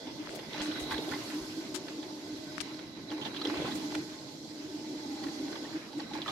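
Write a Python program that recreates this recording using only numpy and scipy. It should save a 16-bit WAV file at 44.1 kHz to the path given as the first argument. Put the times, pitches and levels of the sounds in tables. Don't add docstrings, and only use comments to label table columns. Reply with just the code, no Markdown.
import sys
import numpy as np
from scipy import signal
from scipy.io import wavfile
from scipy.ndimage import uniform_filter1d

SR = 44100
rng = np.random.default_rng(int(sys.argv[2]) if len(sys.argv) > 2 else 0)


def to_wav(s):
    ch = np.atleast_2d(s).T
    pcm = np.round(np.clip(ch, -1, 1) * 32767)
    wavfile.write(sys.argv[1], SR, pcm.astype(np.int16))


N = 278271

# start in seconds, low splash, high splash and spit levels in dB,
# spit pitch in Hz, length in seconds.
BURSTS = [(0.07, -46, -46, -39, 3400, .006), (0.391, -40, -34, -39, 3380, 0.016),
          (0.532, -56, -54, -31, 3370, .004), (0.543, -45, -34, -40, 4900, .009),
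          (0.579, -49, -36, -45, 4260, 0.0073), (0.603, -36.5, -38, -33.5, 4260, 0.0078),
          (0.608, -31.5, -29, -32.5, 3250, 0.017), (0.658, -45, -33, -37, 4000, .005),
          (0.67, -42, -33.5, -44, 3000, 0.0071), (0.713, -40, -34, -31, 3290, 0.0091),
          (0.758, -58, -31.5, -45, 3900, 0.026), (0.87, -48, -58, -51, 4120, 0.011),
          (0.909, -29.5, -26, -39, 3900, 0.03), (0.913, -36, -44, -31.5, 3820, 0.025),
          (0.941, -34, -29, -32, 4070, 0.0063), (0.98, -39, -47, -27, 3500, 0.0084),
          (1.027, -56, -48, -38, 3600, .004), (1.091, -36, -52, -31, 3530, 0.012),
          (1.115, -29, -29.5, -52, 4190, 0.025), (1.136, -34, -29, -49, 3370, 0.026),
          (1.302, -48, -33.5, -49, 3890, 0.02), (1.883, -38, -32, -37, 4470, 0.0074),
          (2.028, -42, -39.5, -39, 3800, 0.019), (2.744, -40, -47, -40, 4270, 0.0043),
          (2.791, -56, -39, -40, 4360, 0.0068), (3.103, -47, -52, -33, 3380, 0.0079),
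          (3.116, -33.5, -45, -37, 3100, 0.014), (3.18, -35.5, -51, -39, 4000, 0.0046),
          (3.214, -34.5, -39, -31.5, 3160, 0.026), (3.251, -36, -39, -28, 3460, 0.0094),
          (3.263, -32, -35, -32, 3100, 0.017), (3.342, -39, -53, -33, 3400, 0.013),
          (3.363, -36, -50, -30.5, 3500, 0.012), (3.415, -37, -35, -27, 4170, 0.01),
          (3.451, -32, -41, -24.5, 3430, 0.0075), (3.456, -40, -38, -30, 3430, 0.0065),
          (3.471, -47, -52, -29, 5070, 0.0082), (3.498, -28.5, -29, -36, 4200, 0.0073),
          (3.54, -33, -48, -50, 4065, .006), (3.573, -42, -53, -34.5, 3780, 0.018),
          (3.62, -51, -53, -34, 3480, 0.0091), (3.65, -33, -38, -37, 3500, 0.029),
          (3.68, -32, -53, -39, 4530, 0.022), (3.71, -37, -34, -33.5, 3870, 0.024),
          (3.922, -33, -36, -47, 3870, 0.0046), (3.949, -31.5, -24.5, -36, 3250, 0.0085),
          (5.238, -36.5, -34, -36, 4440, 0.012), (5.267, -55, -35, -46, 4860, 0.013),
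          (5.285, -52, -39, -58, 4164, 0.0089), (5.434, -58, -51, -51, 4300, 0.0058),
          (5.483, -46, -39, -46, 4200, 0.0045), (5.525, -50, -36.5, -39, 4410, 0.015),
          (5.556, -35.5, -44, -36, 3900, 0.0076), (5.642, -43, -46, -46, 3930, 0.0057),
          (5.931, -38.5, -50, -39, 4350, 0.0063), (5.997, -34.5, -44, -33.5, 4340, 0.011),
          (6.109, -42, -49, -42, 3950, .008), (6.136, -41, -36, -35.5, 3950, 0.0081),
          (6.151, -30, -41, -41, 4100, 0.0055), (6.184, -39, -33, -44, 4380, 0.0076),
          (6.218, -53, -54, -25.5, 3700, 0.0032), (6.222, -58, -55, -31, 3300, 0.0083),
          (6.26, -37, -32, -47, 4230, 0.0067), (6.268, -40, -46, -35, 3100, 0.012),
          (6.279, -30, -38, -27.5, 3500, 0.019), (6.301, -31.5, -35, -35, 4800, .008)]
# pitch in Hz, width in Hz, relative level in dB.
HOUSING_MODES = [(3400, 350, 15.5), (4270, 120, 11.5), (4950, 1500, 2), (3200, 570, -6)]
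# pitch in Hz, left minus right in dB.
PORT_BALANCE = [(60, -8), (110, 0), (200, -3), (380, 0.5), (700, -1.5), (1290, 0), (2380, -1), (4400, -4.5),
                (8120, 3), (15000, -2.5)]

PORT_LAG_S = 0.00019
SPLASH_PAN_DB = -2.7


def amp(db):
    return 10 ** (np.asarray(db) / 20)


def rms_one(x):
    return x / np.sqrt(np.mean(x ** 2) + 1e-20)


def peak_one(x):
    return x / (2.5 * np.sqrt(np.max(uniform_filter1d(x ** 2, size=200))))


def at_hz(points, hz):
    table_hz, values = np.transpose(points)
    return np.interp(np.log(hz), np.log(table_hz), values)


def in_time(rows):
    s, *columns = np.transpose(rows)
    return [np.interp(np.arange(N) / SR, s, c) for c in columns]


def drift(corner_hz):
    r = np.exp(-80 * np.pi * corner_hz / SR)
    coarse = rng.standard_normal(N // 40 + 2002)
    slow = signal.lfilter([1], [1, -2 * r, r * r], coarse)[2000:]
    return np.interp(np.arange(N) / 40, np.arange(len(slow)), rms_one(slow))


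def resonate(x, hz, width_hz):
    r = np.exp(-np.pi * width_hz / SR)
    poles = [1, -2 * r * np.cos(2 * np.pi * hz / SR), r * r]
    return signal.lfilter([(1 - r * r) / 2, 0, (r * r - 1) / 2], poles, x)


def stereo_pair(hz, mid, side):
    # pitch in Hz, left-right likeness (correlation).
    likeness = [(60, 0.92), (130, 0.76), (290, 1), (640, 0.57), (1410, 0.061), (3100, -0.1), (6820, -0.29),
                (15000, 0.14)]
    alike = np.clip(at_hz(likeness, hz), -.99, .99)
    lean = amp(at_hz(PORT_BALANCE, hz) / 2 * np.array([[1], [-1]]))
    return lean * (np.sqrt(1 + alike) * mid + np.sqrt(1 - alike) * side * [[1], [-1]])


def banded(spectrum, patchy_db, flicker_hz, grain_db):
    low, high = spectrum[0][0], spectrum[-1][0]
    edges = low * 2 ** np.arange(0, np.log2(high / low) + .2, .4)
    grains = amp(grain_db * drift(184))
    white = rng.standard_normal((2, 2, N)) * grains
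    out, together = 0, drift(flicker_hz)
    for k, (a, b) in enumerate(zip(edges, np.minimum(edges[1:], .45 * SR))):
        band = signal.butter(2, [a, b], "band", fs=SR, output="sos")
        mid, side = signal.sosfilt(band, white[k % 2])
        hz = np.sqrt(a * b)
        level_db = at_hz(spectrum, hz) + patchy_db * (together + drift(flicker_hz))
        out = out + amp(level_db) * stereo_pair(hz, mid, side)
    return rms_one(out)


def sung(modes):
    out, white = 0, rng.standard_normal((2, N))
    for hz, width_hz, level_db in modes:
        mid, side = resonate(resonate(white, hz, width_hz), hz, 3 * width_hz)
        gain = amp(level_db + 2.95 * drift(3.6)) / np.sqrt(width_hz)
        out = out + gain * stereo_pair(hz, mid, side)
    return rms_one(out)


def whistle(centre_hz, width_hz, left_db, shared):
    phase = 2 * np.pi * np.cumsum(centre_hz) / SR
    lowpass = signal.butter(2, width_hz / 2, fs=SR, output="sos")
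    slow = signal.sosfilt(lowpass, rng.standard_normal((2, 2, N)))
    slow[:, 0] += shared * np.array([slow[1, 1], -slow[0, 1]])
    note = slow[0] * np.cos(phase) + slow[1] * np.sin(phase)
    waver = amp(0.38 * drift(30) + 2.5 * drift(3.1))
    return rms_one(amp([[left_db], [0]]) * waver * note)


def bubbles(per_s, cycles, low_hz, high_hz, lag_s):
    sizes = amp(4.5 * np.minimum(rng.exponential(1, N), 3.5)) * rng.choice([-1, 1], N)
    born = rng.random(N) < per_s * amp(5 * drift(12)) / SR
    dealt, out = rng.integers(0, 10, N), np.zeros((2, N))
    for k, hz in enumerate(np.geomspace(low_hz, high_hz, num=10)):
        hits = sizes * born * (dealt == k) + 1e-18
        ring = resonate(resonate(hits, hz, hz / cycles), hz, 1.9 * hz / cycles)
        ring = amp(-3.5 * np.log2(hz / low_hz)) * rms_one(ring)
        out += amp([[at_hz(PORT_BALANCE, hz)], [0]]) * [np.roll(ring, round(lag_s * SR)), ring]
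    return rms_one(out)


def burst(length_s, rise_s, snap, grain_db, size):
    t = np.arange(size) / SR
    shape = np.exp(-(t / length_s) ** 2) + snap * np.exp(-t / 0.00051)
    grains = amp(grain_db * np.repeat(rng.standard_normal(size // 64), 64))
    return rng.standard_normal((2, size)) * (1 - np.exp(-t / rise_s)) * shape * grains


def add(out, s, sound, pan_db):
    i = round(s * SR)
    panned = amp(pan_db / 2 * np.array([[1], [-1]])) * sound
    out[:, i:i + sound.shape[-1]] += panned[:, :N - i]


def swells(times, peaks_db, shape):
    t = np.linspace(0, N / SR, num=3000)
    return np.interp(np.arange(N) / SR, t, amp(peaks_db) @ shape(t - np.reshape(times, (-1, 1))))


def stirring():
    rise_s, fall_s = 0.0068, 0.022
    s, low_db, *_ = np.transpose(BURSTS)
    power = swells(s, 2 * low_db, lambda t: np.exp(-np.abs(t) / np.where(t < 0, rise_s, fall_s)))
    return np.sqrt(power)


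def stirred(level_db, stir, stir_db):
    return np.hypot(amp(level_db), amp(stir_db) * stir)


def jug_hum():
    # time in seconds, steady level in dB.
    hum_level = [(0.0, -54.5), (0.42, -47), (0.49, -63), (0.56, -43.5), (1.1, -46), (1.5, -46.5),
                 (2.1, -45.5), (2.8, -47), (2.9, -52.5), (3.32, -47), (3.5, -41.5), (3.95, -40),
                 (4.22, -51.5), (4.9, -43.5), (5.55, -44.5), (5.85, -52.5), (6.31, -52)]
    # centre in seconds, peak level in dB.
    boom_rows = [(.09, -41), (.21, -38.5), (.62, -41), (.685, -35), (.775, -50), (.945, -41), (.995, -47),
                 (1.065, -38.5), (1.118, -47), (1.19, -39), (1.363, -34.5), (1.589, -37.5), (1.76, -38),
                 (2.0, -40), (2.321, -41), (2.99, -47), (3.151, -35.5), (3.465, -38), (3.525, -35),
                 (3.6, -45), (3.76, -39.5), (3.98, -35), (4.44, -48.5), (4.64, -45), (4.76, -39.5),
                 (4.93, -37.5), (5.09, -47), (5.27, -36), (5.431, -40), (5.52, -40), (5.64, -42),
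                 (5.761, -35), (5.98, -36), (6.019, -43), (6.115, -49), (6.157, -42), (6.205, -39.5)]
    # pitch in Hz, width in Hz, relative level in dB.
    jug_modes = [(236, 17.5, -3), (271.4, 19.5, 1), (357.4, 30, -4), (376.5, 13.5, -2.5), (444, 13.4, -8.5),
                 (615, 24, -7)]
    hum_hz, width_hz, boom_spread_s = 306.1, 19, 0.022
    lump_db, lump_corner_hz, evenness = 1, 12, 0.85
    white = rng.standard_normal((2, N))
    mid, side = resonate(resonate(white, hum_hz, width_hz), hum_hz, 3 * width_hz)
    swell = uniform_filter1d(rms_one(mid) ** 2, size=1800) + 0.11
    note = rms_one(stereo_pair(hum_hz, mid, side) / swell ** (evenness / 2))
    steady = amp(*in_time(hum_level))
    booms = swells(*np.transpose(boom_rows), lambda t: np.exp(-(t / boom_spread_s) ** 2 / 2))
    level = np.hypot(steady * amp(lump_db * drift(lump_corner_hz)), booms)
    return level * note + amp(-3.5) * steady * sung(jug_modes)


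def churning(stir):
    # pitch in Hz, relative level in dB per Hz.
    churn_spectrum = [(310, -3), (360, -3), (470, -4.5), (620, -5), (715, -5)]
    # time in seconds, level in dB before stirring.
    churn_level = [(0.0, -47.5), (0.25, -52.5), (0.32, -45), (0.47, -50.5), (0.6, -48.5), (1.1, -47),
                   (1.5, -54.5), (2.0, -53.5), (3.14, -59), (3.27, -54), (3.46, -52), (3.6, -43.5),
                   (3.82, -54.5), (4.7, -56), (5.4, -54.5), (5.52, -49), (5.8, -55), (6.1, -54),
                   (6.31, -57)]
    level_db, = in_time(churn_level)
    water = banded(churn_spectrum, patchy_db=1.17, flicker_hz=7.3, grain_db=1.5)
    glugs = amp(-9) * bubbles(per_s=60, cycles=3.9, low_hz=333, high_hz=743, lag_s=0)
    return stirred(level_db, stir, -15.5) * (water + glugs)


def gurgling(boil_db, stir):
    # pitch in Hz, relative level in dB per Hz.
    gurgle_spectrum = [(800, -16), (920, -5.5), (1200, -9.5), (1600, -9.5), (2100, -8.5), (2700, -8.5),
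                       (3300, -17.5)]
    # pitch in Hz, width in Hz, relative level in dB.
    tube_modes = [(1054, 16, 1), (1520, 57, 4), (2020, 43, 2)]
    water = banded(gurgle_spectrum, patchy_db=2.0, flicker_hz=8.6, grain_db=0.5)
    return stirred(boil_db, stir, -15.5) * (water + amp(-8.0) * sung(tube_modes))


def crackling(boil_swing_db, stir):
    level_db = -66 + 1.04 * boil_swing_db
    small = bubbles(per_s=160, cycles=6.3, low_hz=803, high_hz=4800, lag_s=PORT_LAG_S)
    return stirred(level_db, stir, -19) * small


def rumbling(boil_swing_db, stir):
    # pitch in Hz, relative level in dB per Hz.
    rumble_spectrum = [(18, -19), (33, -43), (50, -14.5), (70, -22), (131, -3), (184, -7.5), (260, -2.5),
                       (300, 3)]
    level_db = -51.5 + 0.32 * boil_swing_db
    low_noise = banded(rumble_spectrum, patchy_db=1.86, flicker_hz=17.0, grain_db=0.5)
    return stirred(level_db, stir, -19.5) * low_noise


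def simmer_hiss():
    # pitch in Hz, width in Hz, left and right relative
    # levels in dB.
    simmer_modes = [(3226, 510, -6.5, -4), (3430, 310, -4.5, 4), (3776, 360, -5, -0.5),
                    (4260, 450, -2, 5.5), (4966, 295, -37, 4), (5370, 440, 0.5, -1.5), (6160, 680, -12, 0),
                    (6894, 350, -4, -7), (7620, 560, -24, -7)]
    # time in seconds, gain in dB.
    top_level = [(0, -2.5), (.9, -1), (1.2, 2), (2.7, 0), (2.9, -3), (3.4, 0), (3.8, 2), (5.7, 0),
                 (5.95, 0), (6.31, 1)]
    # pitch in Hz, relative level in dB per Hz.
    steam_spectrum = [(2000, -47), (2600, -29), (3400, -22), (4300, 5), (6200, 2), (7700, -9), (8700, -24)]
    share, top_from_hz = 0.11, 6500
    common, *own = rng.standard_normal((3, N))
    both = np.array([np.roll(common, round(PORT_LAG_S * SR)), common])
    pair = np.sqrt(share) * both + np.sqrt(1 - share) * np.array(own)
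    out, (top_db,) = 0, in_time(top_level)
    for k, (hz, width_hz, left_db, right_db) in enumerate(simmer_modes):
        band = resonate(resonate(pair, hz, width_hz), hz, 4.5 * width_hz) / np.sqrt(width_hz)
        level_db = np.array([[left_db], [right_db]]) + 1.3 * drift(18) + top_db * (hz > top_from_hz)
        out = out + (-1) ** k * amp(level_db) * band
    steam = banded(steam_spectrum, patchy_db=1.5, flicker_hz=34, grain_db=-2.0)
    return rms_one(out) + amp(-19.0) * steam


def outlet_whistle(whistle_db):
    # time in seconds, centre pitch in Hz before wandering.
    pitch = [(0, 3420), (.45, 3420), (.55, 3900), (.8, 3930), (1.05, 3800), (1.6, 3800), (2.8, 3950),
             (3.6, 3960), (4.2, 4050), (5.5, 3980), (6.31, 3920)]
    centre_hz = in_time(pitch)[0] + 25 * drift(4.6)
    return amp(whistle_db) * whistle(centre_hz, width_hz=235, left_db=-11, shared=0.22)


def tube_note(stir):
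    # time in seconds, relative level in dB, pitch in Hz.
    note_rows = [(0.0, -62.5, 884), (0.58, -70, 857), (0.75, -61, 862), (1.54, -69, 880), (2.48, -64, 866),
                 (2.83, -68, 861), (3.11, -71, 861), (3.51, -60, 861), (3.78, -67, 854), (3.95, -65, 814),
                 (4.2, -61.5, 863), (4.59, -68, 870), (5.0, -60, 870), (5.2, -58.5, 805), (5.7, -58.5, 803),
                 (5.87, -69, 820), (6.31, -71, 820)]
    relative_db, note_hz = in_time(note_rows)
    note = whistle(note_hz, width_hz=59, left_db=-2.5, shared=0.51)
    return stirred(relative_db + 5.0, stir, -24) * note


def whistle_undertone():
    return amp(-69.5) * whistle(np.full(N, 2025), width_hz=64, left_db=-4.0, shared=0.4)


def housing_buzz(boil_swing_db):
    return amp(-69.5 + 2.9 * boil_swing_db) * sung(HOUSING_MODES)


def treble_hiss(stir_lift):
    # pitch in Hz, relative level in dB per Hz.
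    treble_spectrum = [(7600, -8), (8700, -9), (11500, -6.5), (13300, 2)]
    # time in seconds, level in dB before filtering and stirring.
    treble_level = [(0.0, -68.5), (0.58, -63.5), (0.79, -60.5), (1.3, -56.5), (1.79, -66), (2.6, -65.5),
                    (2.99, -72.5), (3.78, -58.5), (4.22, -68), (5.46, -63), (6.01, -69), (6.31, -67)]
    treble = banded(treble_spectrum, patchy_db=0.6, flicker_hz=17, grain_db=1.0)
    thinning = signal.butter(5, 13800, fs=SR, output="sos")
    return stir_lift * amp(*in_time(treble_level)) * signal.sosfilt(thinning, treble)


def pops():
    # pitch in Hz, width in Hz, relative level in dB.
    water_modes = [(861, 54, 0), (1083, 60, -4.5), (1520, 510, -11), (1533, 150, 7), (1653, 30, 4),
                   (1800, 470, 10.5), (2040, 22, 6), (2370, 320, -2.5)]
    share, spit_width_hz, housing_db = 0.18, 340, -14.5
    spit_pan_db, pan_scatter_db = -5, -1
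    crack_samples, crack_gain = 5, 5
    out = np.zeros((2, N))
    spit_band = signal.butter(2, [2500, 5600], "band", fs=SR, output="sos")
    for s, low_db, high_db, spit_db, spit_hz, length_s in BURSTS:
        puff = burst(length_s, rise_s=0.00022, snap=0.27, grain_db=3.5, size=2048)
        crack = crack_gain * np.hanning(crack_samples) * rng.choice([-1, 1])
        puff[:, :crack_samples] += crack
        scatter_db = pan_scatter_db * rng.standard_normal()
        left, right = np.sqrt(1 - share) * puff[0], puff[1]
        wet = [left + np.sqrt(share) * right, right]
        late = np.roll(right, round(PORT_LAG_S * SR))
        bright = np.array([left + np.sqrt(share) * late, right])
        spit = resonate(resonate(bright, spit_hz, spit_width_hz), spit_hz, 1800)
        for hz, width_hz, db in HOUSING_MODES:
            gain = amp(housing_db + db + rng.normal(0, 0.99))
            spit = spit + gain * resonate(resonate(bright, hz, width_hz), hz, 30.0 * width_hz)
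        modes = []
        for k, (hz, width_hz, db) in enumerate(water_modes):
            gain = (-1) ** k * amp(db + rng.normal(0, 3))
            modes.append(gain * resonate(resonate(wet, hz, width_hz), hz, 4 * width_hz))
        splash = amp(low_db) * peak_one(sum(modes[:3])) + amp(high_db) * peak_one(sum(modes[3:]))
        add(out, s, splash, SPLASH_PAN_DB + scatter_db)
        spit = amp(spit_db) * peak_one(signal.sosfilt(spit_band, spit))
        add(out, s, spit, spit_pan_db + scatter_db)
    return out


def slips():
    # start in seconds, body level in dB, treble level in dB, length in seconds, left minus right in dB.
    slip_rows = [(0.262, -63, -68, 0.012, -10), (0.27, -52, -73, 0.0078, 3), (0.289, -43.5, -70, 0.082, 12),
                 (0.347, -46, -53, 0.022, 26.5), (0.613, -37, -66, 0.063, 13.5),
                 (0.794, -44, -58, 0.056, 22.5), (0.914, -36, -45, 0.02, 1), (1.742, -37, -56, 0.027, 26.5),
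                 (2.58, -41, -60, 0.0035, 17), (2.605, -30.5, -57, 0.012, 17.5),
                 (3.746, -36.5, -47, 0.029, -6), (3.951, -35, -76, 0.0028, -16),
                 (5.975, -45, -75, 0.021, -4)]
    out = np.zeros((2, N))
    body_band = signal.butter(3, [800, 8000], "band", fs=SR, output="sos")
    top_band = signal.butter(4, 8500, "high", fs=SR, output="sos")
    for s, body_db, treble_db, length_s, pan_db in slip_rows:
        puff = burst(length_s, rise_s=0.0034, snap=0.3, grain_db=2.5, size=4096)
        body = amp(body_db) * peak_one(signal.sosfilt(body_band, puff))
        treble = amp(treble_db) * peak_one(signal.sosfilt(top_band, puff))
        add(out, s, body + treble, pan_db)
    return out


def ticks():
    # start in seconds, peak in dB before panning, pitch in Hz, left minus right in dB.
    tick_rows = [(0.2632, -41, 4500, 16), (0.2729, -38.5, 1180, 25), (0.293, -35, 1510, 16),
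                 (0.582, -33, 3500, 17), (0.618, -33, 4000, 28), (2.581, -31, 1250, 24.5),
                 (2.6043, -25, 2920, 22)]
    out, click = np.zeros((2, N)), -signal.unit_impulse(512)
    click = signal.sosfilt(signal.butter(2, 7500, fs=SR, output="sos"), click)
    for s, peak_db, hz, pan_db in tick_rows:
        tick = resonate(resonate(click, hz, 0.8 * hz), hz, 1.3 * hz)
        add(out, s, amp(peak_db) * tick / np.max(np.abs(tick)), pan_db)
    return out


def thumps():
    # start in seconds, relative level in dB, pitch in Hz.
    thump_rows = [(.289, -61, 56), (0.36, -50, 146), (.599, -51, 50), (.815, -47, 65), (.904, -49, 79.7),
                  (0.939, -47, 64.6), (1.106, -49, 93), (1.409, -51, 62.3), (1.73, -83, 155),
                  (2.601, -58, 49.9), (3.225, -55, 147.8), (3.572, -47, 80.5), (3.619, -55, 70),
                  (3.589, -40.5, 174), (3.66, -51, 75), (3.69, -48, 167), (3.749, -59, 55), (3.95, -65, 60),
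                  (5.959, -53, 151), (6.142, -55, 143)]
    out, t = np.zeros((2, N)), np.arange(6000) / SR
    envelope = t / 0.0081 * np.exp(1 - t / 0.01)
    for s, level_db, hz in thump_rows:
        phases = [[0], [rng.uniform(0, 1.16)]]
        add(out, s, amp(level_db) * np.sin(2 * np.pi * hz * t + phases) * envelope, 0)
    return out


def plops():
    # start in seconds, envelope peak in dB before panning, starting pitch in Hz, ring time in seconds.
    plop_rows = [(.545, -36.5, 840, 0.0054), (.61, -41, 1910, 0.0055), (.917, -35, 1085, 0.0078),
                 (0.919, -33.5, 1540, 0.0053), (0.943, -36, 1620, 0.0056), (.989, -26, 400, 0.003),
                 (1.111, -37, 477, 0.0036), (1.116, -38, 810, 0.0041), (1.118, -37, 1410, .005),
                 (1.13, -42, 847, 0.012), (1.135, -39, 1996, 0.01), (1.122, -40, 1750, 0.007),
                 (1.145, -47, 1970, 0.0083), (3.416, -36, 1230, 0.0036), (3.463, -43, 1980, 0.0059),
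                 (3.454, -36, 449, 0.0046), (3.498, -38, 1000, 0.0033), (3.499, -44, 565, 0.0044),
                 (3.585, -40, 520, 0.0056), (3.62, -33, 570, .005), (3.68, -45, 590, 0.0043),
                 (3.654, -37.5, 1290, 0.0047), (5.24, -48, 1810, 0.0048), (5.651, -44, 1800, 0.0058),
                 (5.993, -45.5, 1850, 0.0099), (6.112, -40.5, 802, 0.0081), (6.152, -45, 825, 0.007),
                 (6.19, -34, 483, 0.0021), (6.261, -32, 1240, 0.0029), (6.27, -42, 1014, .005),
                 (6.28, -35, 1216, 0.0066), (6.283, -40, 1750, 0.004), (6.295, -47, 745, 0.0054),
                 (6.291, -38, 1180, .007)]
    climb = 0.029
    out, t = np.zeros((2, N)), np.arange(2048) / SR
    for s, peak_db, hz, ring_s in plop_rows:
        x = t / ring_s
        turns = hz * t * (1 + climb * x / 2) + rng.random()
        note = np.sin(2 * np.pi * turns) * 2 * x * np.exp(1 - 2 * x)
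        add(out, s, amp(peak_db) * note[None], SPLASH_PAN_DB)
    return out


def scene():
    # time in seconds, boil, steam and outlet whistle levels in dB.
    heat = [(0.0, -52.5, -51, -56), (0.46, -52.5, -52.5, -62), (0.6, -48, -47, -54),
            (0.93, -46, -51.5, -48.5), (1.15, -50, -46.5, -54.5), (1.49, -51.5, -48.5, -64),
            (1.8, -56, -50.5, -64), (2.28, -56.5, -51, -61), (2.64, -51, -50.5, -58),
            (2.88, -56, -55, -55.5), (3.14, -58, -55.5, -53.5), (3.46, -48.5, -53, -46.5),
            (3.62, -45.5, -48.5, -51), (3.85, -50, -47, -58), (4.1, -53.5, -50, -60),
            (4.36, -58.5, -52, -65), (5.13, -55.5, -49, -69), (5.52, -52.5, -48.5, -55),
            (5.72, -52, -50, -58), (5.9, -56, -54.5, -55), (6.31, -52.5, -54.5, -53.5)]
    boil_db, steam_db, whistle_db = in_time(heat)
    boil_swing_db = boil_db - boil_db.mean()
    stir = stirring()
    steam = stirred(steam_db, stir, -19.5)
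    water = churning(stir) + gurgling(boil_db, stir) + crackling(boil_swing_db, stir)
    low = jug_hum() + rumbling(boil_swing_db, stir)
    hiss = steam * simmer_hiss() + treble_hiss(steam / amp(steam_db))
    notes = outlet_whistle(whistle_db) + tube_note(stir) + whistle_undertone() + housing_buzz(boil_swing_db)
    hand = slips() + ticks() + thumps()
    return low + water + hiss + notes + pops() + hand + plops()


def record(dry):
    return signal.sosfilt(signal.cheby2(12, 70, 16900, fs=SR, output="sos"), dry)


dry = scene()
out = record(dry)
to_wav(out)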